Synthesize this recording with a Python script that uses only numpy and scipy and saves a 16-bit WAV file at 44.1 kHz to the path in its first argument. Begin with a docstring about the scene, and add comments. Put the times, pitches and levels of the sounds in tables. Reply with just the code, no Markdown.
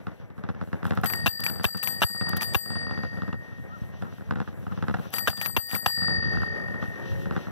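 """Thumb bell on a bicycle handlebar

A thumb bell is worked in two bouts while the bicycle rolls down a quiet street. Its dome is a set of
slowly dying sines; clacks, gear noise, tyre rumble, traffic and hiss are shaped noise. Knocks make the
camera's mount on the same bar ring. A bird whistles and, near the end, a car hums past in gliding sines.
Two microphone ports hear it all, and a compressor turns the loud moments down."""
import sys
import numpy as np
from scipy.fft import rfft, irfft, next_fast_len
from scipy.io import wavfile
from scipy.ndimage import uniform_filter1d, map_coordinates

SR = 44100
rng = np.random.default_rng(int(sys.argv[2]) if len(sys.argv) > 2 else 0)


def dump(signal):
    """Clip the signal to [-1, 1] and save it as 16-bit WAV at the path in sys.argv[1]."""
    limited = np.clip(np.atleast_2d(signal).T, -1, 1)
    pcm = np.round(limited * 32767).astype(np.int16)
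    wavfile.write(sys.argv[1], SR, pcm)


N = 331191
TIME = np.arange(N) / SR  # s

# Table levels are relative: the functions add offsets of their own.
# hammer blows on the dome: t/s, level/dB, brightness/(dB per octave), place on the rim/deg, clack/dB
BELL_BLOWS = [(1.059, -27, 0, 82, -13.5), (1.1, -30.5, -1, 155, -21), (1.136, -31.5, -1.6, 27.3, -19),
              (1.262, -15.5, -0.3, 148, -16), (1.438, -24, 1, 25.4, -19), (1.464, -23.5, -2.5, 58, -11),
              (1.499, -33.5, -0.2, 55, -29), (1.641, -18.5, 2, 57.3, -15), (1.829, -30.5, 2.5, 91, -23),
              (1.874, -30, 1.1, 123, -18), (2.021, -16.5, 5.5, 25, -25), (2.41, -32.5, -9, 62, -25.5),
              (2.429, -31, -1.5, 129.6, -24), (2.547, -20, 3, 123, -18), (5.138, -30.5, 2, 29, -20.5),
              (5.183, -32, -0.5, 122, -23), (5.274, -20.5, -0.5, 141, -15), (5.414, -29.5, -3, 121, -16),
              (5.46, -36.5, 5.5, 90, -15), (5.565, -22.5, 3.5, 79, -14), (5.713, -28.5, -1.5, 30, -23.5),
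              (5.751, -33, 2.3, 87, -18.5), (5.86, -9.5, .4, 64.3, -11)]
# the lever slams on its stop: t/s, level/dB, chatter length/s, thump/dB, click of the mount/dB
LEVER_CLUNKS = [(1.261, -2, 0.017, -9, -14), (1.642, -6, 0.011, -6, -10.5), (2.0187, -3, 0.024, -7, -3),
                (2.546, -3, 0.011, -6, -21), (5.274, -7.5, 0.0144, -7, -7.5), (5.565, -4, 0.013, -10, -17),
                (5.861, 1.5, 0.0048, -13, -10)]
# loudness along the road: t/s, traffic/dB, hiss/dB, tyre rumble/dB
ROAD_LEVELS = [(0, -55, -71, -46), (.33, -60, -75.5, -48), (.75, -54.5, -68, -50), (1, -50, -58, -28),
               (1.3, -48.5, -65, -38), (1.5, -53, -65, -41), (2.1, -54.5, -65, -43.5),
               (2.7, -50, -63.5, -38), (3.2, -54, -63.5, -41), (3.45, -58, -69.5, -48.5),
               (3.9, -55, -63.5, -41), (4.4, -57.5, -67.5, -40), (4.75, -56, -67, -46),
               (4.95, -54.5, -61, -34.5), (5.2, -54, -64, -42.5), (5.8, -60.5, -77, -47),
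               (6, -44.5, -59, -26), (6.4, -51, -59, -30.5), (6.65, -47.5, -62.5, -38.5),
               (6.94, -51, -59, -42), (7.15, -50.5, -58, -33), (7.51, -50, -59.5, -39.5)]
# airborne sound at the two ports: f/Hz, left ahead of right/rad, left above right/dB
AIR_PATH = [(0, -3.1, 0), (340, -2.3, 2), (1050, 0, 2), (1850, 2.05, 3.5), (2750, 4.4, 4), (3450, 6, 5),
            (4670, 9.87, 6), (5500, 11.7, 7), (6900, 15.6, 8), (8080, 18.95, 10.5), (11950, 28.7, 11.5),
            (17000, 40, 10)]


def amp(db):
    """Turns dB into a gain."""
    return 10 ** (np.asarray(db) / 20)


def unit(x):
    """Scales a sound to rms 1."""
    return x / np.sqrt(np.mean(x ** 2) + 1e-20)


def curves(rows):
    """Draws straight lines through the rows: one curve for each column after the time."""
    s, *columns = np.transpose(rows)
    return [np.interp(TIME, s, column) for column in columns]


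def wobble(rate):
    """A smooth random curve through `rate` random points a second."""
    points = rng.standard_normal(int(N * rate / SR) + 4)
    return map_coordinates(points, [TIME * rate])


def filtered(x, response):
    """Multiplies the spectrum of x by a complex response to frequency."""
    m = next_fast_len(N + SR // 2)
    hz = np.fft.rfftfreq(m, 1 / SR)
    return irfft(rfft(x, m) * response(hz), m)[..., :N]


def noise(spectrum, channels=1):
    """Random noise of rms 1, coloured by rows of f/Hz, level/(dB per Hz) and silent outside them."""
    f, db = np.transpose(spectrum)

    def gain(hz):
        return amp(np.interp(np.log(hz + 1), np.log(f), db, left=-120, right=-120))

    return unit(filtered(rng.standard_normal((channels, N)), gain))


def bursts(times, levels_db, t60, hold=0.):
    """A loudness curve that jumps at each time, holds, then falls by 60 dB in t60 seconds."""
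    out, t = np.zeros(N + SR), np.arange(SR // 5) / SR
    for s, db, h in np.broadcast(times, levels_db, hold):
        fall_db = 60 * np.maximum(t - h, 0) / abs(t60)
        out[round(s * SR):][:len(t)] += amp(db - fall_db)
    return out[:N]


def ports(x, path):
    """Gives the left port x itself and the right port x with its level and phase changed by frequency."""
    f, lead, db = np.transpose(path)

    def right(hz):
        return amp(-np.interp(hz, f, db)) * np.exp(-1j * np.interp(hz, f, lead))

    return np.array([x, filtered(x, right)])


def mount(push, modes, soft_hz, sign=1):
    """A push rings resonances (f/Hz, width/Hz, level/dB); a padded contact passes little above soft_hz."""
    def response(f):
        ring = 0
        for k, (centre, width, db) in enumerate(modes):
            resonance = 1j * f * width / (centre * centre - f * f + 1j * f * width)
            ring = ring + sign ** k * amp(db) * resonance
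        return ring / (1 + 1j * f / soft_hz) ** 2

    return filtered(push, response)


def street():
    """Traffic, hiss and wind fizz arrive partly from one side, partly from all around; a car hums past."""
    # colour of each noise: f/Hz, level/(dB per Hz)
    traffic_colour = [(150, -8), (300, 3), (600, -0.5), (1000, -8.5), (1350, -10), (1700, -7.5),
                      (2300, -12), (3000, -39)]
    hiss_colour = [(1500, -52), (2600, 3), (4000, -4.5), (5600, -11), (5850, 2.5), (6100, -12), (8000, -42),
                   (9500, -48)]
    fizz_colour = [(5000, -34), (7000, -2), (9000, -6), (12000, 2), (15300, -3.5), (16500, -25)]
    traffic_db, hiss_db, _ = curves(ROAD_LEVELS)
    fizz_db = -80.5 + 0.78 * (hiss_db - hiss_db.mean())  # fizz follows the hiss, but moves less
    layers = ((traffic_db + 6.0, traffic_colour, -10),
              (hiss_db + 1, hiss_colour, -4),
              (fizz_db + 10.5, fizz_colour, -3))
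    out = ports(car(), AIR_PATH)
    for db, spectrum, diffuse_db in layers:
        near, *around = noise(spectrum, channels=3)
        both = ports(near, AIR_PATH) + amp(diffuse_db) * np.array(around)
        out = out + amp(db + 3.0 * wobble(18)) * both
    return out


def frame():
    """Shaking of the bar: mount knocks that rebound and clatter, thumps, bumps and lumpy tyre rumble."""
    # knocks of the mount on the bar: t/s, click level/dB
    knocks = [(.069, -30.5), (.38, -39), (.438, -31), (.489, -28), (.548, -40), (.613, -30.5),
              (.674, -39.5), (.73, -25.5), (.83, -29), (.853, -20), (.865, -26), (.908, -9.5),
              (.974, -14.5), (1.035, -12), (1.395, -26.5), (1.497, -30.5), (1.558, -38), (1.597, -29),
              (1.747, -22), (1.951, -43.5), (2.099, -33), (2.147, -30), (2.211, -21), (2.269, -32),
              (2.287, -31.5), (2.332, -22.5), (2.367, -26.5), (2.659, -31), (2.704, -23.5), (2.755, -28),
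              (2.816, -37.5), (2.868, -32), (2.91, -27), (2.976, -28), (3.035, -27), (3.13, -40),
              (3.173, -36), (3.22, -28.5), (3.279, -29.5), (3.328, -30), (4.022, -29), (4.309, -20),
              (4.357, -29), (4.402, -24), (4.476, -33.5), (4.628, -41.5), (4.667, -37.5), (4.72, -38),
              (4.775, -32), (4.825, -21.5), (4.883, -18.5), (4.941, -23.5), (4.986, -37), (5.298, -25),
              (5.329, -32), (5.378, -29.5), (5.731, -23), (5.752, -41), (5.976, -24), (6.02, -23.5),
              (6.082, -22.5), (6.149, -36), (6.184, -30), (6.227, -31.5), (6.273, -34.5), (6.335, -28.5),
              (6.372, -22.5), (6.419, -26.5), (6.571, -38), (6.684, -37), (6.743, -33), (6.825, -28),
              (7.058, -40.5), (7.257, -30), (7.31, -27), (7.364, -20), (7.47, -32)]
    # dull road bumps: t/s, level/dB
    dull_bumps = [(3.817, -16), (6.182, -11), (6.266, -14), (6.376, -7.5), (6.88, -17.5), (7.099, -25)]
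    # resonances of the mount, low and high, then of the whole bar: f/Hz, width/Hz, level/dB
    thud_modes = [(117.3, 37, 1), (192.8, 50.6, 3.5), (315, 170, -9), (474, 92, -2.5)]
    click_modes = [(490, 190, 3), (756, 128, 8), (997, 318, 4.5), (1332, 394, 5.5), (1842, 362, 0.5),
                   (2030, 98, -33), (2730, 180, -12.5), (3460, 290, -10), (4030, 2000, -18)]
    bar_modes = [(91, 59, 1.5)]
    # colour of the tyre rumble: f/Hz, level/(dB per Hz)
    tread_colour = [(25, -33), (50, -9.5), (90, -0.5), (130, -1.5), (190, -6), (300, -22), (600, -32.5)]
    # vibration through the camera body: f/Hz, left ahead of right/rad, left above right/dB
    body_path = [(0, -3, -4), (82, -3, -0.5), (191.5, -2.5, 4.5), (266, -2.5, 2), (413, -2.5, 4.5),
                 (960, 0.74, 0.5), (1420, -0.45, -3), (1790, -2, -1.5), (2320, 0, 12.5), (2420, -5, -6.5),
                 (3020, -6, 6), (3400, -6, 4.5), (3940, -5, -2.5), (5360, -0.2, 2.5), (6770, 4.5, 2)]
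    rumble_db = curves(ROAD_LEVELS)[2]

    # faint knocks in between, louder where the rumble is
    per_s, faint_mean_db, spread_db = 17, -44, 1.5
    draw = rng.standard_normal((int(per_s * N / SR), 2))
    faint = np.clip((np.arange(len(draw)) + .2 * draw[:, 0]) / per_s, 0, TIME[-1])
    above_mean_db = np.interp(faint, TIME, rumble_db) - rumble_db.mean()
    faint_db = faint_mean_db + spread_db * draw[:, 1] + 0.53 * above_mean_db
    road = np.r_[knocks, np.c_[faint, faint_db]]

    # bell blows (8.5 dB below their clack level) and lever clunks jolt the mount too
    jolts = [(s, db - 8.5) for s, *_, db in BELL_BLOWS]
    jolts += [(s, db) for s, *_, db in LEVER_CLUNKS]
    s, db = np.r_[road, jolts].T
    is_jolt = np.arange(len(s)) >= len(road)
    thud_db = -18 + 0.73 * db - 12 * is_jolt  # jolts thud less than road knocks

    # each knock bounces twice, evenly spaced
    chance = rng.uniform(0, 1, (len(s), 3))
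    rebound = s + .0115 + 0.003003 * chance[:, 0]  # s
    weaker_db = 3.8 + 5 * chance[:, 1]
    again = 2 * rebound - s
    again_db = db - weaker_db - 12 * chance[:, 2]

    taps = bursts(s, db + 24.0, t60=0.0018)
    taps += bursts(rebound, db + 23 - weaker_db, t60=0.0018)
    taps += bursts(again, again_db + 17.5, t60=0.0023)
    taps = np.diff(taps, prepend=0)  # sharp impulses
    clatter = bursts(s, db - 7.5, t60=0.12) * amp(6.1 * wobble(200))
    rattle = (bursts(s, db + .5, t60=0.009) + clatter) * rng.standard_normal(N)
    thuds = bursts(s + 0.0014, thud_db + 30.0, t60=0.0075)
    thuds += bursts(rebound, thud_db + 36.5 - weaker_db, t60=0.0052)
    thuds += bursts(again, thud_db - db + again_db + 32, t60=0.0081)
    shake = mount(taps + rattle, click_modes, soft_hz=4500, sign=-1.076)
    shake += mount(thuds, thud_modes, soft_hz=497)

    # the whole bar swings once the lever rests
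    s, db, hold, thump_db, _ = np.transpose(LEVER_CLUNKS)
    thump = mount(bursts(s + hold, db + thump_db + 24, t60=0.01), bar_modes, soft_hz=400)
    s, db = np.transpose(dull_bumps)
    bumps = mount(bursts(s, db + 16.0, t60=0.0056), thud_modes, soft_hz=123)
    lumps_db = 1.4 * wobble(6) + 5.6 * wobble(25)
    rumble = amp(rumble_db + lumps_db) * noise(tread_colour)[0]
    loose = amp(rumble_db - 13) * noise(tread_colour, channels=2)  # wind on each port alone
    return ports(shake + thump + bumps + rumble, body_path) + loose


def lever():
    """Clunks chatter for a moment, then fade; gear teeth tick and scrape as the lever moves."""
    # gear teeth tick: t/s, level/dB
    tick_times = [(1.0141, -36), (1.0445, -26), (1.126, -26), (1.1593, -37), (1.202, -50), (1.4054, -23),
                  (1.772, -27), (2.2922, -29.5), (2.3687, -29), (5.1053, -49), (5.3682, -37), (5.403, -32),
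                  (5.4246, -41), (5.4415, -41), (5.671, -30), (5.6885, -42), (5.7119, -37), (5.8895, -22),
                  (5.919, -28)]
    # gears scrape: t/s, hold/s, level/dB
    scrapes = [(.846, 0.13, -60.5), (1.042, 0.022, -42.5), (1.268, 0.0022, -23), (1.398, 0.088, -50),
               (1.644, 0.0067, -29), (1.775, .002, -41.5), (1.838, 0.0024, -41), (1.875, .002, -44),
               (2.018, 0.011, -29.5), (2.294, 0.0015, -48), (2.368, .004, -45), (2.419, 0.0066, -39.5),
               (2.544, 0.018, -36), (5.127, 0.058, -47), (5.278, 0.0044, -25.5), (5.37, .002, -44),
               (5.401, 0.054, -42), (5.576, .01, -45), (5.695, 0.055, -42.5), (5.863, .004, -27)]
    # colours of clunk and scrape: f/Hz, level/(dB per Hz)
    clunk_colour = [(88, -35), (150, 1.5), (1470, -3.5), (1840, -5.5), (2160, -6), (2420, -5.5),
                    (2710, -0.5), (3800, -14.5), (4760, -18), (7000, -23.5), (9100, -29), (15400, -120)]
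    gear_colour = [(600, 5.5), (2200, 4), (4000, 2), (7000, -2.5), (10000, -0.5), (14500, 4.5),
                   (16500, -24)]
    # ringing of the lever's stop: f/Hz, width/Hz, level/dB
    stop_modes = [(2760, 164, -1), (3660, 100, -9.5), (1675, 71, -3.5)]
    s, db, hold, *_ = np.transpose(LEVER_CLUNKS)
    since = np.abs(TIME - s[np.searchsorted(s, TIME, 'right') - 1])  # s after the latest clunk
    sag = amp(-343 * since)  # the chatter weakens as it goes, in dB per s
    chatter = sag * bursts(s, db + 2.5, 0.0025, hold)
    clunk = (chatter + bursts(s, db - 14, t60=0.11)) * noise(clunk_colour)[0]
    rough_push = chatter * amp(12.5 + 7.8 * wobble(400)) * rng.standard_normal(N)
    clunk += mount(rough_push, stop_modes, soft_hz=9000)

    s, db = np.transpose(tick_times)
    tick_noise = noise([(1500, -19), (3000, -16), (8000, -14), (14000, 5), (16500, -20)])[0]
    ticks = bursts(s, db + 8.5, t60=0.0078) * tick_noise

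    rise, fall = 2200, 701  # dB per s
    effort = 0
    for s, hold, db in scrapes:
        before, after = np.maximum(s - TIME, 0), np.maximum(TIME - s - hold, 0)
        effort = effort + amp(db - rise * before - fall * after)
    scrape = effort * amp(8 + 5.1 * wobble(220)) * noise(gear_colour)[0]
    return clunk + ticks + scrape


def bell():
    """Each blow ends the old ring and starts every mode by how much it moves there; the hammer clacks."""
    # dome modes, in split pairs with 2, 3, 4 and 5 waves round the rim:
    # f/Hz, time to fall 60 dB/s, level/dB, turn of the pattern/deg
    dome_modes = [(1810, 2.97, -9.9, 73), (1860.5, 3.14, 1.1, -17), (4640, 1.18, -1.4, 52),
                  (4686, 1.0, 2.7, -38), (8041, 0.43, -7.5, 113), (8105, 0.52, -1.1, 23),
                  (11884, 0.29, 2.3, 48), (11999, 0.24, 13, -42)]
    node_leak, pivot_hz = .003, 4660  # a still place rings faintly; brightness tilts about the pivot
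    s, db, bright_db, place, clack_db = np.transpose(BELL_BLOWS)
    last = np.searchsorted(s, TIME) - 1  # latest blow; -1 before the first
    since = TIME - s[last]
    phase = rng.uniform(0, 2 * np.pi, (len(s), len(dome_modes)))
    ring = 0
    for k, (hz, t60, mode_db, turn) in enumerate(dome_modes):
        waves = 2 + k // 2
        motion = np.sqrt(np.cos(np.radians(waves * place + turn)) ** 2 + node_leak)
        start = amp(db + mode_db + bright_db * np.log2(hz / pivot_hz)) * motion
        decay = start[last] * amp(-60 * np.abs(since) / t60) * (last >= 0)
        soft_decay = uniform_filter1d(decay, size=9)  # softens the jump at a blow
        ring = ring + soft_decay * np.sin(2 * np.pi * hz * TIME + phase[last, k])
    clack_noise = noise([(900, -36), (2200, 12.5), (3500, -12.5), (8000, -13.5), (15000, -19)])[0]
    return ring + bursts(s, clack_db + .8, t60=0.019) * clack_noise


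def bird():
    """Five far-off whistles, sines that arch up and down; the right port gets them weaker and inverted."""
    # calls: t/s, level/dB
    chirps = [(3.702, -48), (4.025, -53), (4.35, -57), (4.674, -52), (5.009, -54)]
    # shape of one call: t/s, f/Hz, level/dB
    call_shape = [(0, 1260, 2), (0.015, 1267, 4), (.045, 1418, 11), (.06, 1300, 8), (0.074, 1230, 1)]
    out = np.zeros(N)
    u, hz, shape_db = np.transpose(call_shape)
    t = np.arange(round(u[-1] * SR)) / SR
    phase = 2 * np.pi * np.cumsum(np.interp(t, u, hz)) / SR
    for s, db in chirps:
        out[round(s * SR):][:len(t)] += amp(db + np.interp(t, u, shape_db)) * np.sin(phase)
    return np.array([out, -amp(-6.5) * out])


def car():
    """Engine tones of a passing car: sines that swell, glide upward and fade."""
    # tones: t/s, length/s, from f/Hz, to f/Hz, level/dB
    engine_tones = [(6.028, .6, 340, 366, -45.5), (6.024, .6, 408, 436, -46.5), (6.078, .35, 490, 510, -53),
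                    (6.448, .4, 545, 586, -51), (6.847, .55, 400, 446, -48), (7.006, .45, 345, 368, -45.5),
                    (6.996, .42, 525, 553, -46.5)]
    out = np.zeros(N)
    for s, length, from_hz, to_hz, db in engine_tones:
        u = np.clip((TIME - s) / length, 0, 1)  # progress through the tone
        hz = from_hz + (to_hz - from_hz) * np.sin(np.pi / 2 * u)
        swell = amp(db + 2.0 + 1.7 * wobble(8)) * np.sin(np.pi * u) ** 0.27
        out += swell * np.sin(2 * np.pi * np.cumsum(hz) / SR)
    return out


def scene():
    """Adds up everything that reaches the two ports."""
    return street() + frame() + ports(lever() + bell(), AIR_PATH) + bird()


def record(dry):
    """A look-ahead compressor steered by the left port, letting go at a steady rate, then band limits."""
    threshold_db, share, release = -23, .74, 76  # release in dB per s
    level_db = 10 * np.log10(np.abs(uniform_filter1d(dry[0] ** 2, size=500)) + 1e-12)
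    need_db = share * np.maximum(level_db - threshold_db, 0)
    climb_db = release * TIME
    cut_db = np.maximum.accumulate(need_db + climb_db) - climb_db  # jumps up, falls steadily
    squeezed = dry * amp(-uniform_filter1d(cut_db, size=200))

    def band(hz):
        return (hz < 16800) * (1j * hz / (32 + 1j * hz)) ** 2

    return filtered(squeezed, band)


dry = scene()
out = record(dry)
dump(out)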